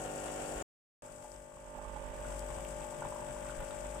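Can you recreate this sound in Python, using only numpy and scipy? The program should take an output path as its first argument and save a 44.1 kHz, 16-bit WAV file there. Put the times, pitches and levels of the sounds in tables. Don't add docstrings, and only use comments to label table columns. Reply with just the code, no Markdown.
import sys
import numpy as np
from scipy import signal
from scipy.fft import rfft, irfft
from scipy.io import wavfile
from scipy.ndimage import uniform_filter1d

SR = 44100
rng = np.random.default_rng(int(sys.argv[2]) if len(sys.argv) > 2 else 0)


def unload_audio(sound):
    columns = np.transpose(np.atleast_2d(sound))
    steps = np.round(np.clip(columns, -1, 1) * 32767)
    wavfile.write(sys.argv[1], SR, steps.astype(np.int16))


N = 176400
T = np.arange(N) / SR

# (harmonic [multiple of stroke rate], left level [dB], right level [dB])
CASING_TONES_CLOSE = [(2, -75, -72), (3, -56, -59), (4, -62, -65), (5, -56, -58), (6, -57, -55),
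                      (7, -54, -59), (8, -55, -57), (9, -56, -54), (10, -58, -59), (11, -52, -48),
                      (12, -48, -58), (13, -55, -63), (14, -61, -64), (15, -51, -52), (16, -57, -62),
                      (17, -53, -56), (18, -61, -59), (19, -70, -66), (20, -72, -70), (21, -66, -76),
                      (22, -63, -70), (23, -74, -78), (24, -80, -73)]
CASING_TONES_BACK = [(2, -72, -72), (3, -61, -66), (4, -63, -68), (5, -59, -61), (6, -66, -67),
                     (7, -57, -66), (8, -72, -66), (9, -63, -62), (10, -71, -63), (11, -49, -58),
                     (12, -45, -55), (13, -58, -65), (14, -66, -77), (15, -64, -68), (16, -60, -71),
                     (17, -52, -61), (18, -62, -55), (19, -71, -75), (20, -68, -64), (21, -69, -75),
                     (22, -65, -68), (23, -66, -74), (24, -65, -63)]
# (frequency [Hz], left level [dB], right level [dB])
BUZZ_ENVELOPE_CLOSE = [(1260,-71.5,-77.5),(1390,-60.5,-63.5),(1483,-65.5,-68),(1510,-74.5,-74),(1587,-65,-70),(1700,-77.5,-78),(1840,-63,-74.5),(2020,-84.5,-83.5),(2170,-73,-73),(2480,-73.5,-73),(2540,-81.5,-82.5),(2810,-67,-74),(2950,-81,-86),(3100,-79,-83.5),(3460,-83,-92)]
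BUZZ_ENVELOPE_BACK = [(1340,-86,-79),(1447,-62.5,-67.5),(1450,-74,-77),(1563,-63,-70.5),(1710,-79,-81),(1780,-69.5,-75),(1950,-78,-83),(1995,-67,-72.5),(2076,-89,-92),(2290,-70.5,-78),(2400,-89,-86),(2560,-72.5,-82.5),(2600,-75,-82),(3600,-82.5,-90)]
# (frequency [Hz], left density [dB/Hz], right density [dB/Hz])
RUSH_SPECTRUM_CLOSE = [(25, -78, -76), (70, -86.5, -74), (125, -75, -79), (201, -80, -85.5),
                       (300, -81, -83.5), (430, -78.5, -84), (530, -70.5, -72), (730, -73.5, -77),
                       (860, -83, -78.5), (1130, -86.5, -82.5), (1280, -80.5, -89), (1490, -83, -82.5),
                       (2100, -92.5, -90.5), (2770, -85, -89.5), (4140, -98, -104)]
RUSH_SPECTRUM_BACK = [(25, -79.5, -66.5), (75.6, -83.5, -76), (124, -71.5, -79.5), (190, -80.5, -82),
                      (292, -85.5, -86), (416, -82, -93), (553, -87, -71.5), (790, -81, -95.5),
                      (833, -74.5, -78), (1020, -98.5, -80), (1280, -88.5, -98.5), (1450, -98.5, -86),
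                      (2080, -97.5, -95), (2700, -96.5, -93.5), (3900, -99, -104)]
# (frequency [Hz], left density [dB/Hz], right density [dB/Hz])
HISS_SPECTRUM_CLOSE = [(4350, -92, -105), (5500, -89.5, -104), (6580, -85.5, -104), (7680, -77.5, -104),
                       (8800, -83.5, -104), (10600, -95, -106), (12500, -99, -117), (15270, -101, -117)]
HISS_SPECTRUM_BACK = [(4110, -101, -105), (5320, -94, -106), (6500, -92, -106), (7950, -80.5, -108),
                      (9030, -89, -108), (10330, -99, -110), (11600, -104, -115), (15100, -104, -117)]
# (time [s], left level [dB], right level [dB])
HUM_LEVEL_BACK = [(1.03, -66, -61), (1.2, -73, -73), (1.38, -52.5, -57), (1.52, -69, -77),
                  (1.7, -62, -54.5), (1.95, -54, -44.5), (2.12, -62, -47), (2.3, -41.5, -44),
                  (2.55, -45.5, -49.5), (2.8, -49.5, -51.5), (3.0, -60, -71), (3.3, -56, -56),
                  (3.5, -47, -50), (3.7, -54, -64), (3.9, -44.5, -46), (4.0, -51, -51)]
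# (time [s], left gain [dB], right gain [dB])
PUMP_GAIN_BACK = [(1.03, -8, -4), (1.3, -8, -7.5), (1.55, -9, -9.5), (1.75, -9.5, 2), (1.95, -9, 3.5),
                  (2.1, -6.5, 2), (2.27, 0, -1), (3.0, 0, -0.5), (4.0, 0.5, -3.5)]
FLOW_GAIN_BACK = [(1.03,-4.5,-6.5),(1.19,-4,-6),(1.3,-8,-10),(1.5,-11,-10.5),(1.8,-7.5,-1.5),(2.05,-7.5,1),(2.25,-1,1.5),(2.8,1,-2.5),(3.5,-.5,0),(4.0,0,1)]
HISS_GAIN_BACK = [(1.03, -4, -6), (1.33, -5, -7), (1.45, -10, -9), (1.65, -7.5, -3), (2.1, -7, 3.5),
                  (2.3, 1, 1.5), (2.5, -1, 1), (2.65, 1, 1.5), (3.1, -2, -0.5), (3.35, 0, 1.5),
                  (4.0, -1, 1.5)]
# (time [s], left gain [dB], right gain [dB])
SPLASH_GAIN = [(1.03, -5, -8.5), (1.5, -15, -22), (2.1, -6, -8), (2.55, 4, -1.5), (3.1, -1.5, -7),
               (3.6, 10.5, 2.5), (4.0, 2.5, -4)]
# (time [s], frequency [Hz], level [dB], left minus right [dB])
LARGE_BUBBLES = [(1.088, 1380, -49, 0), (1.185, 1350, -48, 0), (1.245, 814, -39, 1), (1.52, 1070, -48, 2),
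                 (1.57, 1050, -44.5, -6), (1.75, 890, -41.5, -13), (1.785, 785, -37.5, -10),
                 (1.815, 905, -44, -13), (1.85, 1060, -39, -9), (1.895, 1020, -43, -9),
                 (1.962, 860, -36.5, -15), (2.251, 1410, -40, -4), (2.305, 880, -37, 0),
                 (2.503, 1070, -38, 0), (2.584, 1060, -40, 0), (2.65, 2780, -39.5, 13),
                 (2.808, 940, -42, 1), (2.924, 866, -36.5, 8), (3.021, 900, -31, 0),
                 (3.0225, 1360, -37.5, 0), (3.031, 1370, -36.5, -4), (3.051, 920, -29, 1),
                 (3.066, 900, -39, 8), (3.123, 990, -31.5, -3), (3.161, 970, -34, 2), (3.193, 880, -35, -1),
                 (3.222, 880, -37, 10), (3.364, 960, -36.5, 0), (3.455, 1130, -40, -13),
                 (3.496, 1470, -37.5, -14), (3.522, 1170, -39, 10), (3.604, 955, -41, 0),
                 (3.707, 1280, -39, -5), (3.965, 1420, -45, -6)]
# (frequency [Hz], time to decay by 60 dB [s], gain [dB])
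CUP_AIR_MODES = [(850, .07, 7), (1100, 0.04, -5.5), (1415, 0.033, -4.5)]
# (time [s], frequency [Hz], level [dB])
LOW_BUMPS = [(0.556, 49.8, -32.5), (3.574, 29.8, -30)]
# (time [s], band centre [Hz], peak level [dB])
SPOUT_SPITS = [(1.226, 6240, -45), (1.2431, 8500, -45), (1.3177, 6000, -39), (1.362, 6500, -45),
               (1.7744, 13800, -46), (2.2125, 14000, -44), (2.3934, 7400, -30), (2.3925, 13800, -41),
               (2.47, 12000, -42), (2.511, 12800, -46), (2.6494, 13500, -41), (2.865, 12000, -48),
               (3.1494, 13500, -44), (3.6022, 11000, -39)]

PUMP_HZ = 49.88
CLOSE_END_S, BACK_START_S = 0.625, 1.022
COHERENT_BELOW_HZ = 510
BUBBLE_RISE = 0.036


def undb(db):
    return 10 ** (np.asarray(db) / 20)


def stereo_gain(at, table):
    positions, *sides = np.array(table, float).T
    return undb([np.interp(at, positions, side) for side in sides])


def wander(rate_hz):
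    hold = max(2, int(SR / rate_hz))
    steps = np.repeat(rng.standard_normal(N // hold + 2), hold)
    return 0.9 * uniform_filter1d(steps, hold)[hold // 2:N + hold // 2]


def add(out, start, sound):
    i = int(np.clip(start * SR, 0, N - 1))
    out[:, i:i + sound.shape[1]] += sound[:, :N - i]


def shaped_noise(spectrum, envelope):
    f = np.arange(N // 2 + 1) * SR / N + 1e-3
    shared, left, right = rfft(rng.standard_normal((3, N)) * envelope / np.sqrt(np.mean(envelope ** 2)))
    coherence = .9 / (1 + (f / COHERENT_BELOW_HZ) ** 2)
    band = 1 / np.sqrt((1 + (spectrum[0][0] / f) ** 12) * (1 + (f / spectrum[-1][0]) ** 40))
    stereo = np.sqrt(coherence) * shared + np.sqrt(1 - coherence) * np.array([left, right])
    return irfft(stereo * stereo_gain(f, spectrum) * band, N) * np.sqrt(SR / 2)


def reflections(t, decay_s, delay_s, db):
    tail = rng.standard_normal((2, len(t))) * np.exp(-t / decay_s) * (t > delay_s)
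    return tail * undb(db) / np.sqrt(np.sum(tail ** 2, axis=1, keepdims=True))


def ping(hz, db, pan_db, cycles, rise):
    length = cycles / hz * SR
    age = np.arange(int(length)) / length
    ring = np.sin(2 * np.pi * cycles * (age + rise * age * age)) * np.exp(-np.log(1000) * age)
    attack = 1 - np.exp(-2 * cycles * age)
    return ring * attack * undb(db + np.array([[pan_db], [-pan_db]]) / 2)


def swarm(per_s, floor_db, spread_db, hz_range, pan_db):
    out = np.zeros((2, N))
    low, high = hz_range
    for when, pitch, rank, side in rng.random((int(per_s * N / SR), 4)):
        hz = low * (high / low) ** pitch
        db = floor_db - spread_db * np.log(max(rank, .05))
        add(out, when * N / SR, ping(hz, db, pan_db + 12 * (side - .5), cycles=17, rise=BUBBLE_RISE))
    return out


def pump(strokes, casing, buzz):
    casing_db = np.array(casing, float)[:, 1:].T
    upper = np.arange(casing_db.shape[1] + 2, 71)
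    buzz_gains = stereo_gain(upper * PUMP_HZ, buzz) * undb(rng.standard_normal(len(upper)))
    gains = np.hstack([undb(casing_db), buzz_gains])
    cepstrum = irfft(np.log(np.pad(gains.mean(0), (2, 0), mode="edge")))
    ring_phase = 2 * rfft(cepstrum[:len(cepstrum) // 2], len(cepstrum)).imag
    out = np.zeros((2, N))
    for k, gain in enumerate(gains.T, 2):
        side_spread = min((k * PUMP_HZ / COHERENT_BELOW_HZ) ** 6 / 2, 2)
        scatter = 0.72 * (rng.standard_normal() + side_spread * rng.standard_normal(2))
        phase = ring_phase[k] + k % 2 * np.pi / 2 + scatter
        tone = np.exp(2j * np.pi * k * strokes) * undb(0.68 * wander(14))
        out += ((gain * np.exp(1j * phase))[:, None] * tone).real
    return np.sqrt(2) * out


def pump_hum(strokes):
    return np.sqrt(2) * np.sin(2 * np.pi * strokes + .8 * wander(6))


def water_rush(strokes, spectrum):
    surge_db = 1.5 * np.cos(2 * np.pi * (strokes - .15))
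    flicker_db = 2.48 * (wander(35) + wander(400))
    return shaped_noise(spectrum, undb(surge_db + flicker_db))


def spout_hiss(strokes, spectrum, echo_db=-9):
    puff_db = 1.7 * (np.cos(2 * np.pi * strokes) + .6 * np.cos(4 * np.pi * strokes))
    spray = shaped_noise(spectrum, undb(puff_db + 1.44 * wander(70) + 0.5 * wander(900)))
    walls = reflections(T[:SR // 40], decay_s=.004, delay_s=.0007, db=echo_db)
    echo = signal.fftconvolve(spray, walls, axes=1)[:, :N]
    return (spray + echo) / np.hypot(1, undb(echo_db))


def cup_bubbles(flow):
    small = swarm(per_s=55, floor_db=-55, spread_db=4, hz_range=(798, 1690), pan_db=0)
    drops = swarm(per_s=280, floor_db=-60.5, spread_db=4, hz_range=(1390, 3500), pan_db=1.8)
    direct = flow * small + stereo_gain(T, SPLASH_GAIN) * drops
    for start, hz, db, pan_db in LARGE_BUBBLES:
        add(direct, start, ping(hz, db, pan_db, cycles=15, rise=BUBBLE_RISE))
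    t = T[:SR // 5]
    recess = reflections(t, decay_s=.023, delay_s=.002, db=-4)
    air = 0
    for hz, t60, db in CUP_AIR_MODES:
        damping = np.log(1000) / t60
        air += undb(db) * 2 * damping / SR * np.exp(-damping * t) * np.cos(2 * np.pi * hz * t)
    return direct + signal.fftconvolve(direct, recess + air, axes=1)[:, :N]


def spout_spatter(flow):
    return flow * swarm(per_s=22, floor_db=-57, spread_db=2.5, hz_range=(6000, 15200), pan_db=14)


def low_bumps():
    out = np.zeros((2, N))
    for start, hz, db in LOW_BUMPS:
        add(out, start, ping(hz, db, pan_db=0, cycles=6.7, rise=0))
    return out


def spout_spits(half_width=.4, decay_s=.0012, right_db=-21):
    out, t = np.zeros((2, N)), T[:SR // 50]
    for start, hz, db in SPOUT_SPITS:
        edges_hz = [hz / (1 + half_width), min(hz * (1 + half_width), SR / 2 - 1000)]
        band = signal.butter(2, edges_hz, "band", fs=SR, output="sos")
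        crack = signal.sosfilt(band, rng.standard_normal((2, len(t))) * np.exp(-t / decay_s))
        add(out, start, crack / np.abs(crack).max() * undb([[db], [db + right_db]]))
    return out


def scene():
    strokes = PUMP_HZ * (T + .00004 * wander(12))
    hum = pump_hum(strokes)
    close = (pump(strokes, CASING_TONES_CLOSE, BUZZ_ENVELOPE_CLOSE)
             + hum * undb([[-55], [-64.5]])
             + water_rush(strokes, RUSH_SPECTRUM_CLOSE)
             + spout_hiss(strokes, HISS_SPECTRUM_CLOSE))
    flow_back = stereo_gain(T, FLOW_GAIN_BACK)
    back = (pump(strokes, CASING_TONES_BACK, BUZZ_ENVELOPE_BACK) * stereo_gain(T, PUMP_GAIN_BACK)
            + hum * stereo_gain(T, HUM_LEVEL_BACK)
            + water_rush(strokes, RUSH_SPECTRUM_BACK) * flow_back
            + spout_hiss(strokes, HISS_SPECTRUM_BACK) * stereo_gain(T, HISS_GAIN_BACK))
    is_close, is_back = T < CLOSE_END_S, T > BACK_START_S
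    flow = np.where(is_close, 1, flow_back)
    transients = spout_spits() + low_bumps() + cup_bubbles(flow) + spout_spatter(flow)
    return close * is_close + back * is_back + transients * (is_close | is_back)


def record(dry):
    return signal.sosfilt(signal.ellip(10, .2, 80, 15500, fs=SR, output="sos"), dry)


dry = scene()
out = record(dry)
unload_audio(out)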